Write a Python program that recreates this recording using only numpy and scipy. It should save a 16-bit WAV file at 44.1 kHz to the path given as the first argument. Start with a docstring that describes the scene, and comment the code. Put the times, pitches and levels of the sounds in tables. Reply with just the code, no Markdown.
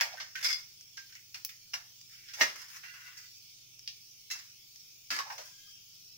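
"""Seeds in a wok, steelware beside it

Seeds sizzle faintly in hot oil: dense random clicks and filtered noise. Larger bubbles pop as single clicks.
Steel utensils and bowls knock (noise bursts over decaying modes), slide (clustered clicks that ring
the modes) and are dragged in tugs (noise through a sinking cavity resonance).
A low electric hum and a room rumble lie under it all in a small, hard-walled kitchen."""
import sys
import numpy as np
from scipy import signal
from scipy.fft import rfft, irfft
from scipy.io import wavfile
from scipy.ndimage import map_coordinates

SR = 44100
rng = np.random.default_rng(int(sys.argv[2]) if len(sys.argv) > 2 else 0)


def wrap_up_sound(samples):
    """Save the sound to the file named by the first command line argument, as 16-bit audio."""
    columns = np.atleast_2d(samples).T
    # keep every value between -1 and 1, then stretch to whole-number steps
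    tamed = np.clip(columns, -1, 1)
    steps = np.round(tamed * 32767).astype(np.int16)
    wavfile.write(sys.argv[1], SR, steps)


N = 272097  # length in samples

# colour of the frying oil: [f/Hz, density/dB per Hz]
SIZZLE_COLOUR = [(800, -51), (1400, -23), (1850, -24), (2250, -9.5), (2750, -8), (3500, -6.5), (4100, -10),
                 (4900, 0.5), (5600, 1.5), (6500, -5), (7700, -15.5), (12000, -19), (15000, -10),
                 (15650, -8), (16000, -39)]
# place of the frying, slightly right and then left: [t/s, left minus right/dB]
SIZZLE_PAN = [(0, -0.3), (3.5, -1.4), (4.6, 0), (6.2, 1)]
# bubbles that pop in the oil: [t/s, snap level/dB, top treble/dB, left minus right/dB]
POPS = [(.8102, -44.5, -2, 6), (1.1533, -44.5, -8, -1), (1.4492, -22.5, 21, -2), (2.0134, -46, -5, -1),
        (3.383, -52, 24, 0), (3.7932, -44, 0, 2), (4.7596, -45, 0, 8)]
# colour of a pop in the wok: [f/Hz, density/dB per Hz]
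POP_COLOUR = [(300, -41), (700, -19), (1500, -17.5), (2700, -6), (4000, -10), (5600, 7.5), (7000, -7),
              (9000, -19), (12000, -22.5), (15300, -16)]
# pieces of kitchenware, by name: [left minus right/dB, modes as (f/Hz, level/dB, t60/s)]
PIECES = { "pot": (-1.1, [(636, -17, 0.11), (903, -22.5, 0.18), (1680, -10.5, 0.2), (1877, -1, 0.15),
          (2046, -6.5, .15), (2084, -3.5, 0.15), (2573, -10.5, 0.15), (2860, -7, 0.24), (3200, -18.5, 0.22),
          (5440, -11, .2), (5670, -17, .13), (5900, -8, 0.13)]), "plate": (-1.4, [(2110, -2.5, 0.12),
          (2197, -6.5, 0.23), (3456, -5, 0.14), (4730, -5, 0.28), (4798, -4, 0.17), (5030, -4.5, 0.16),
          (5021, -1.5, 0.18), (5100, -2, 0.25), (5329, -1.5, 0.13), (5755, -19, 0.23)]),
          "tray": (-1.5, [(1547, -0.5, .1), (1800, -2, 0.076), (1890, -5, 0.049), (2100, -11, 0.1),
          (2260, -16.5, .12)]), "bowl": (-1.1, [(1597, 2.5, 0.22), (5230, -4, .2)]),
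          "lid": (0.91, [(1225, -21, 0.52), (1610, 0.5, 0.18), (2100, -4.5, 0.35), (3193, 1.5, 0.67),
          (3460, -4, 0.71)]), "tumbler": (-1.2, [(1467, -5, 0.14), (1635, -8, 0.21), (2005, -4, 0.29),
          (2330, -10.5, 0.11), (2742, -3.5, 0.11), (3210, -17.5, 0.206), (4950, -16, 0.19)]),
          "cup": (-1, [(1392, -7.5, 0.19), (1693, -4.5, 0.24), (3780, -11.5, 0.35), (4370, -15, 0.28),
          (4840, 1.5, 0.039), (5840, -25, 0.23)]), "ladle": (-0.68, [(2050, -12, 0.18), (2680, -7, 0.19),
          (3970, -6.5, 0.08), (5240, -12.5, 0.12), (6340, -5.5, 0.1), (7030, -6, 0.096)]),
          "spoon": (-1.77, [(2420, -20, .09), (2780, -7, 0.16), (4530, -16.5, 0.14), (5040, -15.5, .17),
          (5500, -5, 0.077), (5940, -7, .12)]), "fork": (-2, [(2480, -17, .09), (2830, -5, 0.059),
          (4700, -20, 0.19), (5100, -5, 0.062), (5650, -5, 0.11)]), "counter": (19.5, [(201, -6, 0.21),
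          (262, 2.5, 0.21), (319, -3.5, 0.29)])}
# broad colour of the steelware: [f/Hz, density/dB per Hz]
STEEL_COLOUR = [(50, -27.5), (150, -13.5), (300, -12), (600, -9.5), (1200, -6.5), (2100, -2), (3000, -8.5),
                (4000, -5.5), (5400, 5), (6400, -1.5), (7600, -11.5), (11000, -19), (13500, -16),
                (15300, -14.5)]
# knocks of one piece: [t/s, piece, level/dB, contact time/s, low edge/Hz, brightness/dB,
# top treble/dB, strength of the modes/dB]
KNOCKS = [(0.01, "pot", -29.5, 0.00037, 570, -1, -3, -11), (0.011, "pot", -31.5, 0.0034, 610, -19, 10, -17),
          (.128, "spoon", -50.5, .004, 1500, -5, -16, -16), (0.198, "plate", -41, 0.03, 616, -4, -9.5, -11),
          (0.353, "tray", -42.5, 0.0083, 1420, -11, 0, -1.5),
          (0.427, "plate", -43.5, .005, 650, 0.5, -1, -4), (.445, "plate", -32.5, 0.0053, 860, -1, -3, -6),
          (.463, "plate", -39.5, .0015, 1200, 3, -15, -1.5),
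          (0.4875, "plate", -39.5, 0.0026, 1300, -3, -11, -6),
          (0.503, "tray", -43.5, 0.0019, 1400, -1, -14, -5),
          (.5285, "plate", -37.5, 0.00049, 800, 11.5, -19, -6.5),
          (0.97, "spoon", -47, 0.0088, 850, 4, -9, -25), (0.977, "bowl", -54.5, 0.003, 1200, -16, -5, 2),
          (1.123, "tray", -56.5, 0.005, 1300, 5, -15, -9),
          (1.152, "tumbler", -55, 0.0031, 1780, -32, 1, -18),
          (1.343, "spoon", -44.5, 0.005, 1270, -5, -3, -6), (1.357, "fork", -59, .003, 710, -17, -10, -17),
          (1.49, "spoon", -49.5, 0.0047, 1700, -14, 6, -19), (1.7349, "fork", -42, 0.0026, 720, -2, -5, -3),
          (1.7395, "fork", -40.5, 0.0011, 673, -12, 4.5, 1),
          (2.285, "bowl", -51.5, 0.0029, 1500, -2, -13, -13),
          (2.334, "spoon", -44.5, 0.017, 700, -4, 3.5, -6),
          (2.4096, "pot", -26.5, 0.0017, 560, -7.5, -17.5, -5),
          (2.4138, "pot", -30.5, 0.0053, 130, -5.5, 0.5, -1),
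          (2.682, "tumbler", -60, 0.0035, 1000, 0, 12, -21),
          (2.832, "tumbler", -49, 0.039, 980, -15.5, 2, -5), (3.06, "tumbler", -58, 0.03, 1150, -24, 14, 0),
          (3.169, "spoon", -50.5, 0.023, 1145, 21, -3, -22),
          (3.8762, "spoon", -40.5, 0.00058, 3000, -12, -12.5, -13),
          (4.3, "ladle", -43, 0.018, 1290, -4, -4, -10), (4.311, "ladle", -39.5, 0.0077, 856, 0.5, 2, -0.5),
          (4.354, "ladle", -53, .005, 700, -7, -1, -15), (4.389, "ladle", -51.5, .002, 1110, -2, -3.5, -7),
          (5.1036, "cup", -36.5, 0.0085, 840, -4.5, -2, -3.5), (5.136, "cup", -49, .002, 800, -6, -11, -6),
          (5.11, "counter", -58, 0.065, 220, -20, -8, -7), (5.15, "cup", -45, 0.0034, 700, 4, -15, -22),
          (5.187, "tray", -37.5, 0.0045, 473, -4.5, -4.5, -15),
          (5.302, "tray", -49.5, 0.006, 746, -8, -8, -3),
          (5.379, "spoon", -45.5, 0.0062, 553, -2.5, -4, -23), (5.453, "lid", -54.5, .01, 890, 12, 5, -12)]
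# steel sliding over steel: [start t/s, piece, length/s, level/dB, change along the stroke/dB,
# brightness/dB, low edge/Hz, strength of the modes/dB]
SLIDES = [(0, "tray", 0.0052, -29, -14.5, -13, 840, -19), (0.02, "pot", 0.1, -63, 0, -19, 950, -9),
          (0.17, "tray", 0.065, -49, -11, -6, 1010, 2.5), (0.37, "tray", 0.049, -42, -2.5, -4, 1260, -6.5),
          (0.43, "plate", 0.036, -35, -3.5, 7, 1130, -11), (0.481, "plate", 0.028, -40, 1.5, 6, 795, 0),
          (0.536, "plate", 0.025, -48, -3, 4, 418, 0), (1.092, "bowl", 0.11, -58.5, -10, -2, 1460, -19),
          (2.094, "tumbler", 0.28, -61, 7.5, -0.5, 1560, -9.5),
          (2.369, "pot", 0.044, -49, 17.5, -1, 450, -8), (2.554, "plate", 0.064, -47.5, 1, 1, 910, -12),
          (2.68, "tumbler", 0.091, -51.5, 4.5, 2.5, 950, -23),
          (2.854, "tumbler", 0.038, -50.5, -4, -6, 1260, 2.5),
          (2.935, "tumbler", 0.17, -53.5, 0.5, -5, 1110, -3.5),
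          (3.162, "tumbler", 0.058, -51.5, -7, -2.5, 1140, -5),
          (4.326, "ladle", 0.078, -46.5, -11, -8, 1040, -7), (5.11, "cup", 0.081, -38.5, -6, -2.5, 625, -2),
          (5.258, "tray", 0.18, -52, -1, 1.5, 535, -23), (5.45, "lid", 0.25, -58, -1.5, 31, 1390, -8)]
# a hollow piece dragged in short tugs: [strongest pull t/s, cavity resonance f/Hz, rub level/dB,
# cavity note level/dB]
TUGS = [(.026, 750, -48.5, -60), (.141, 743, -53, -54), (5.2, 1107, -41.5, -38.5), (5.275, 910, -51, -62),
        (5.311, 895, -44, -48), (5.398, 593, -56, -54.5), (5.676, 1244, -87, -73.5)]
# room rumble of the kitchen: [f/Hz, density/dB per Hz]
RUMBLE_COLOUR = [(20, 0), (40, -8), (70, -3), (110, -9.5), (160, 2.5), (230, -12), (330, -6.5), (500, -14),
                 (900, -16.5), (1500, -16.5), (3000, -54)]
# lines of the electric hum: [f/Hz, level/dB]
HUM_LINES = [(100, -81), (122, -77.5)]
# likeness of left and right in diffuse sound: [f/Hz, correlation]
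LIKENESS = [(25, 0.94), (110, 1), (290, 0.94), (640, 0.52), (1400, -0.45), (3100, 0.15), (5500, -0.29),
            (9000, -0.16), (15000, 1)]

# the frying grows slowly as the seeds heat up
SIZZLE_DB, HEATING_DB_PER_S = -56, 0.19
# room tail of a knock: early level after a typical contact, then the slow part relative to it
TAIL_DB, TAIL_T60, LATE_DB, LATE_T60 = -2.5, 0.13, -7.5, 0.42
# a contact longer than the typical one feeds the room more
TYPICAL_CONTACT_S = 0.0061
# a contact shorter than this is hard: its click stands out of the room tail
HARD_CONTACT_S = 0.001
# a knock rises with a time constant of this share of its contact time
ATTACK_SHARE = 0.15
# a mode flutters by this share, this many times while it dies: long rings stay clear
FLUTTER, FLUTTERS_PER_RING = 0.6, 9
# every stroke takes hold in the same time and dies away at the same speed
GRIP_S, LET_GO_S, DYING_DB_PER_S = 0.0024, 0.3, 190
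# a tug swells and fades while its resonance sinks; the cavity rings on a little
SWELL_S, FADE_S, SAG_OCTAVES_PER_S, CAVITY_T60 = 0.025, 0.024, 2, 0.14
NOTE_RISE_S = 0.00675  # build-up of the cavity's note
EDGE_HZ = 16200  # upper band limit of the whole mix


def sizzle():
    """Tiny steam bubbles burst around the seeds and blur into a hiss in the bowl of the wok."""
    bursts = grains(N, per_s=2700, spread_db=-1.0)
    bubbles = evened(kitchen(bursts, wet_db=23.0, t60=0.027))
    blur = amp(2.5) * diffuse(N)
    hiss = coloured(bubbles + blur, lambda hz: amp(read(SIZZLE_COLOUR, hz)))
    fizz = evened(coloured(hiss, lambda hz: amp(ripple_db(hz, spacing_hz=90))))
    # random peaks and dips drift through the hiss, so its colour flickers
    fizz = evened(shifting(fizz, depth_db=3.0, spacing_hz=168.5, per_s=16))
    fizz = evened(shifting(fizz, depth_db=1.1, spacing_hz=1100, per_s=7))
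    t = np.arange(N) / SR
    level_db = SIZZLE_DB + HEATING_DB_PER_S * t + 0.33 * wander(N, per_s=5.7)
    pan_db = np.interp(t, *np.transpose(SIZZLE_PAN))
    return placed(fizz * amp(level_db), pan_db)


def pop(level_db, top_db, pan_db):
    """A larger bubble bursts with one sharp click; the wok throws it back as a decaying echo."""
    t = np.arange(SR // 4) / SR
    snap = np.zeros((2, len(t)))
    snap[:, 0] = 1
    near = amp(-16) * np.exp(-t / 0.0015)
    middle = amp(-28) * amp(-60 * t / 0.06)
    late = amp(-33) * amp(-60 * t / 0.25)
    echo = diffuse(len(t)) * (near + middle + late)

    def colour(hz):
        return amp(read(POP_COLOUR, hz) + top_db * above(hz, 10200, order=8))

    sound = coloured(placed(snap, pan_db) + echo, colour)
    head = SR // 500  # the level is that of the first 2 ms
    return amp(level_db) * sound / sound[:, :head].std()


def knock(piece, level_db, contact_s, low_hz, bright_db, top_db, ring_db):
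    """A chatter of contact, weak in bass below its own low edge, its room tail, and the struck modes."""
    pan_db, modes = PIECES[piece]
    t = np.arange(SR // 2) / SR
    contact_s = max(contact_s, 3e-4)
    rise = 1 - np.exp(-t / (ATTACK_SHARE * contact_s))
    chatter = max(HARD_CONTACT_S / contact_s, 1) * amp(2.1 * wander(len(t), per_s=350))
    contact = chatter * np.exp(-t / contact_s)
    tail = amp(TAIL_DB) * (amp(-60 * t / TAIL_T60) + amp(LATE_DB - 60 * t / LATE_T60))
    room = tail * np.sqrt(contact_s / TYPICAL_CONTACT_S)
    envelope = np.hypot(contact, room) * rise

    def colour(hz):
        shelves_db = bright_db * above(hz, 3700, order=8) + top_db * above(hz, 6540, order=8)
        crowd_db = 3.2 * ripple_db(hz, spacing_hz=85)
        bass_cut = above(hz, low_hz, order=5) + 0.014
        return amp(read(STEEL_COLOUR, hz) + shelves_db + crowd_db) * bass_cut

    clack = coloured(diffuse(len(t)) * envelope, colour)
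    head = SR // 25  # the level is that of the clack's first 40 ms
    clack = clack / clack[:, :head].std()
    ring = rise * sum(amp(db + ring_db) * ringing(t, hz, t60) for hz, db, t60 in modes)
    return placed(amp(level_db) * (clack + ring), pan_db)


def slide(piece, length_s, level_db, change_db, bright_db, low_hz, ring_db):
    """Steel catches and slips in many small clicks that ring the modes of the sliding piece."""
    pan_db, modes = PIECES[piece]
    t = np.arange(0, length_s + LET_GO_S, 1 / SR)
    # the slips come in clusters
    catches = amp(2.2 * wander(len(t), per_s=220))
    clicks = grains(len(t), per_s=1400, spread_db=1.8) * catches
    slips = evened(kitchen(clicks, wet_db=3, t60=0.12))
    scrape = coloured(slips, lambda hz: amp(read(STEEL_COLOUR, hz)) * (above(hz, low_hz, order=7) + 0.0084))
    # the colour shifts as the point of contact moves
    scrape = shifting(scrape, depth_db=2.6, spacing_hz=160, per_s=22)
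    dull = evened(coloured(scrape, lambda hz: 1 - above(hz, 3360, order=6)))
    keen = evened(coloured(scrape, lambda hz: above(hz, 3100, order=6) * amp(6.9 * above(hz, 8000, order=6))))
    bright = amp(bright_db)  # keen part against dull part
    rub = (dull + bright * keen) / np.hypot(1, bright)
    # the hand presses unevenly, then lets go
    pressure_db = change_db * np.minimum(t / length_s, 1) + 1.4 * wander(len(t), per_s=29)
    dying_db = DYING_DB_PER_S * np.maximum(t - length_s, 0)
    envelope = np.minimum(t / GRIP_S, 1) * amp(level_db + pressure_db - dying_db)
    body = sum(amp(db) * ringing(t, hz, t60) for hz, db, t60 in modes)
    body = body / np.linalg.norm(body[0])
    ring = signal.fftconvolve(slips * envelope, body, axes=1)[:, :len(t)]
    return placed(envelope * rub + amp(ring_db) * ring, pan_db)


def drag(s, cavity_hz, rub_db, note_db, width_hz=420):
    """Uneven friction rings the cavity of a hollow piece in one tug; returns start time and sound."""
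    t = np.arange(-SR // 16, SR // 4) / SR  # zero at the strongest pull
    hz = cavity_hz * 2 ** (-SAG_OCTAVES_PER_S * t)
    turn = np.exp(2j * np.pi * np.cumsum(hz) / SR)
    r = np.exp(-np.pi * width_hz / SR)
    # the moving resonance is shifted to zero, smoothed twice and shifted back
    rub = diffuse(len(t)) * amp(2.5 * wander(len(t), per_s=260)) / turn
    for _ in range(2):
        rub = signal.lfilter([1 - r], [1, -r], rub)
    rasp = coloured((rub * turn).real, lambda f: above(f, 0.73 * cavity_hz, order=7))
    swell = np.exp(np.minimum(t, 0) / SWELL_S)
    fade = np.exp(-np.maximum(t, 0) / FADE_S)
    sound = amp(rub_db) * evened(rasp) * swell * fade
    # the cavity's own steady note builds up just before the strongest pull
    age = t - t[0]
    note = ringing(age, cavity_hz, CAVITY_T60) * np.minimum(age / NOTE_RISE_S, 1)
    add(sound, -t[0] - NOTE_RISE_S, amp(note_db) * note)
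    return s + t[0], sound


def background():
    """Low room rumble from filtered noise, and an electric hum of sines that waver in level and phase."""
    t = np.arange(N) / SR
    rumble = amp(-77.0) * evened(coloured(diffuse(N), lambda hz: amp(read(RUMBLE_COLOUR, hz))))
    hum = np.zeros(N)
    for hz, db in HUM_LINES:
        level = amp(db + 2 * wander(N, per_s=3.6))
        phase = 2 * np.pi * hz * t + 0.42 * wander(N, per_s=3.2)
        hum += level * np.sin(phase)
    return rumble + np.sqrt(2) * hum  # from rms to peak


def kitchen(x, wet_db, t60):
    """Direct sound plus a short dense tail from the pan and the walls."""
    t = np.arange(SR // 3) / SR
    tail = diffuse(len(t)) * amp(-60 * t / t60)
    tail *= amp(wet_db) / np.linalg.norm(tail[0])
    return x + signal.fftconvolve(x, tail, axes=1)[:, :x.shape[1]]


def grains(count, per_s, spread_db):
    """Sparse random clicks of scattered size, each with its own strength in left and right."""
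    size = amp(spread_db * np.minimum(rng.exponential(1, count), 5))
    struck = rng.random(count) < per_s / SR
    return evened(size * struck * rng.standard_normal((2, count)))


def ringing(t, hz, t60):
    """One dying mode; rattling and reflections make it flutter, differently in each channel."""
    per_s = FLUTTERS_PER_RING / t60
    flutter = np.array([1 + FLUTTER * (wander(len(t), per_s) + 1j * wander(len(t), per_s)) for _ in range(2)])
    turns = hz * t + rng.random() + np.array([[0], [1 / 4]])  # right a quarter turn ahead
    ring = (flutter * np.exp(2j * np.pi * turns)).real * amp(-60 * t / t60)
    return ring / ring[:, :SR // 25].std()  # unit level over the first 40 ms


def diffuse(count):
    """Stereo white noise whose left and right are correlated by frequency as LIKENESS says."""
    a, b = rfft(rng.standard_normal((2, count)))
    same = np.clip(read(LIKENESS, np.fft.rfftfreq(count, 1 / SR)), -1, 1)
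    return irfft(np.array([a, same * a + np.sqrt(1 - same ** 2) * b]), count)


def wander(count, per_s):
    """Smooth chance of about unit size that changes about per_s times a second."""
    knots = rng.standard_normal(2048)
    return map_coordinates(knots, [np.arange(count) * per_s / SR], order=3, mode="wrap")


def ripple_db(hz, spacing_hz):
    """Chance peaks and dips of about unit size, as from many crowded resonances."""
    return map_coordinates(rng.standard_normal(1024), [hz / spacing_hz], order=3, mode="wrap")


def shifting(x, depth_db, spacing_hz, per_s):
    """Lets chance peaks and dips, about spacing_hz apart, come and go per_s times a second."""
    hz, t, z = signal.stft(x, SR, nperseg=1024)
    place = np.meshgrid(hz / spacing_hz, t * per_s, indexing="ij")
    patches = map_coordinates(rng.standard_normal((256, 256)), place, order=3, mode="wrap")
    return signal.istft(z * amp(depth_db * patches), SR, nperseg=1024)[1][:, :x.shape[1]]


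def coloured(x, gain, size=4096):
    """Causal (minimum-phase) filter whose magnitude is the function gain(Hz)."""
    log_gain = np.log(np.maximum(gain(abs(np.fft.fftfreq(size, 1 / SR))), 1e-5))
    taps = np.fft.ifft(np.exp(np.conj(signal.hilbert(log_gain)))).real[:size // 2]
    return signal.fftconvolve(x, taps[None], axes=1)[:, :x.shape[1]]


def above(hz, edge_hz, order):
    """A smooth step from 0 below the edge to 1 above it."""
    return 1 / (1 + (edge_hz / (hz + 1)) ** order)


def read(points, hz):
    """Reads a table on a log-frequency axis."""
    f, value = np.transpose(points)
    return np.interp(np.log(hz + 1), np.log(f), value)


def amp(db):
    """Decibels to gain."""
    return 10 ** (np.asarray(db) / 20)


def evened(x):
    """Scales to an rms of one."""
    return x / np.sqrt(np.mean(x ** 2) + 1e-20)


def placed(x, pan_db):
    """Raises the left over the right by pan_db."""
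    return x * amp(np.array([[1], [-1]]) * pan_db / 2)


def add(mix, s, sound):
    """Adds a stereo sound to the mix at time s, or at the very start if s is negative."""
    part = mix[:, max(round(s * SR), 0):][:, :sound.shape[1]]
    part += sound[:, :part.shape[1]]


def scene():
    """The wok near the middle, most of the kitchenware a little to the right."""
    mix = sizzle() + background()
    for s, *burst in POPS:
        add(mix, s, pop(*burst))
    for s, *blow in KNOCKS:
        add(mix, s, knock(*blow))
    for s, *stroke in SLIDES:
        add(mix, s, slide(*stroke))
    for tug in TUGS:
        add(mix, *drag(*tug))
    return mix


def record(dry):
    """Limits the band with a steep low-pass at EDGE_HZ."""
    taps = signal.firwin(511, EDGE_HZ, window=("kaiser", 9), fs=SR)
    return signal.oaconvolve(dry, taps[None], "same")


dry = scene()
out = record(dry)
wrap_up_sound(out)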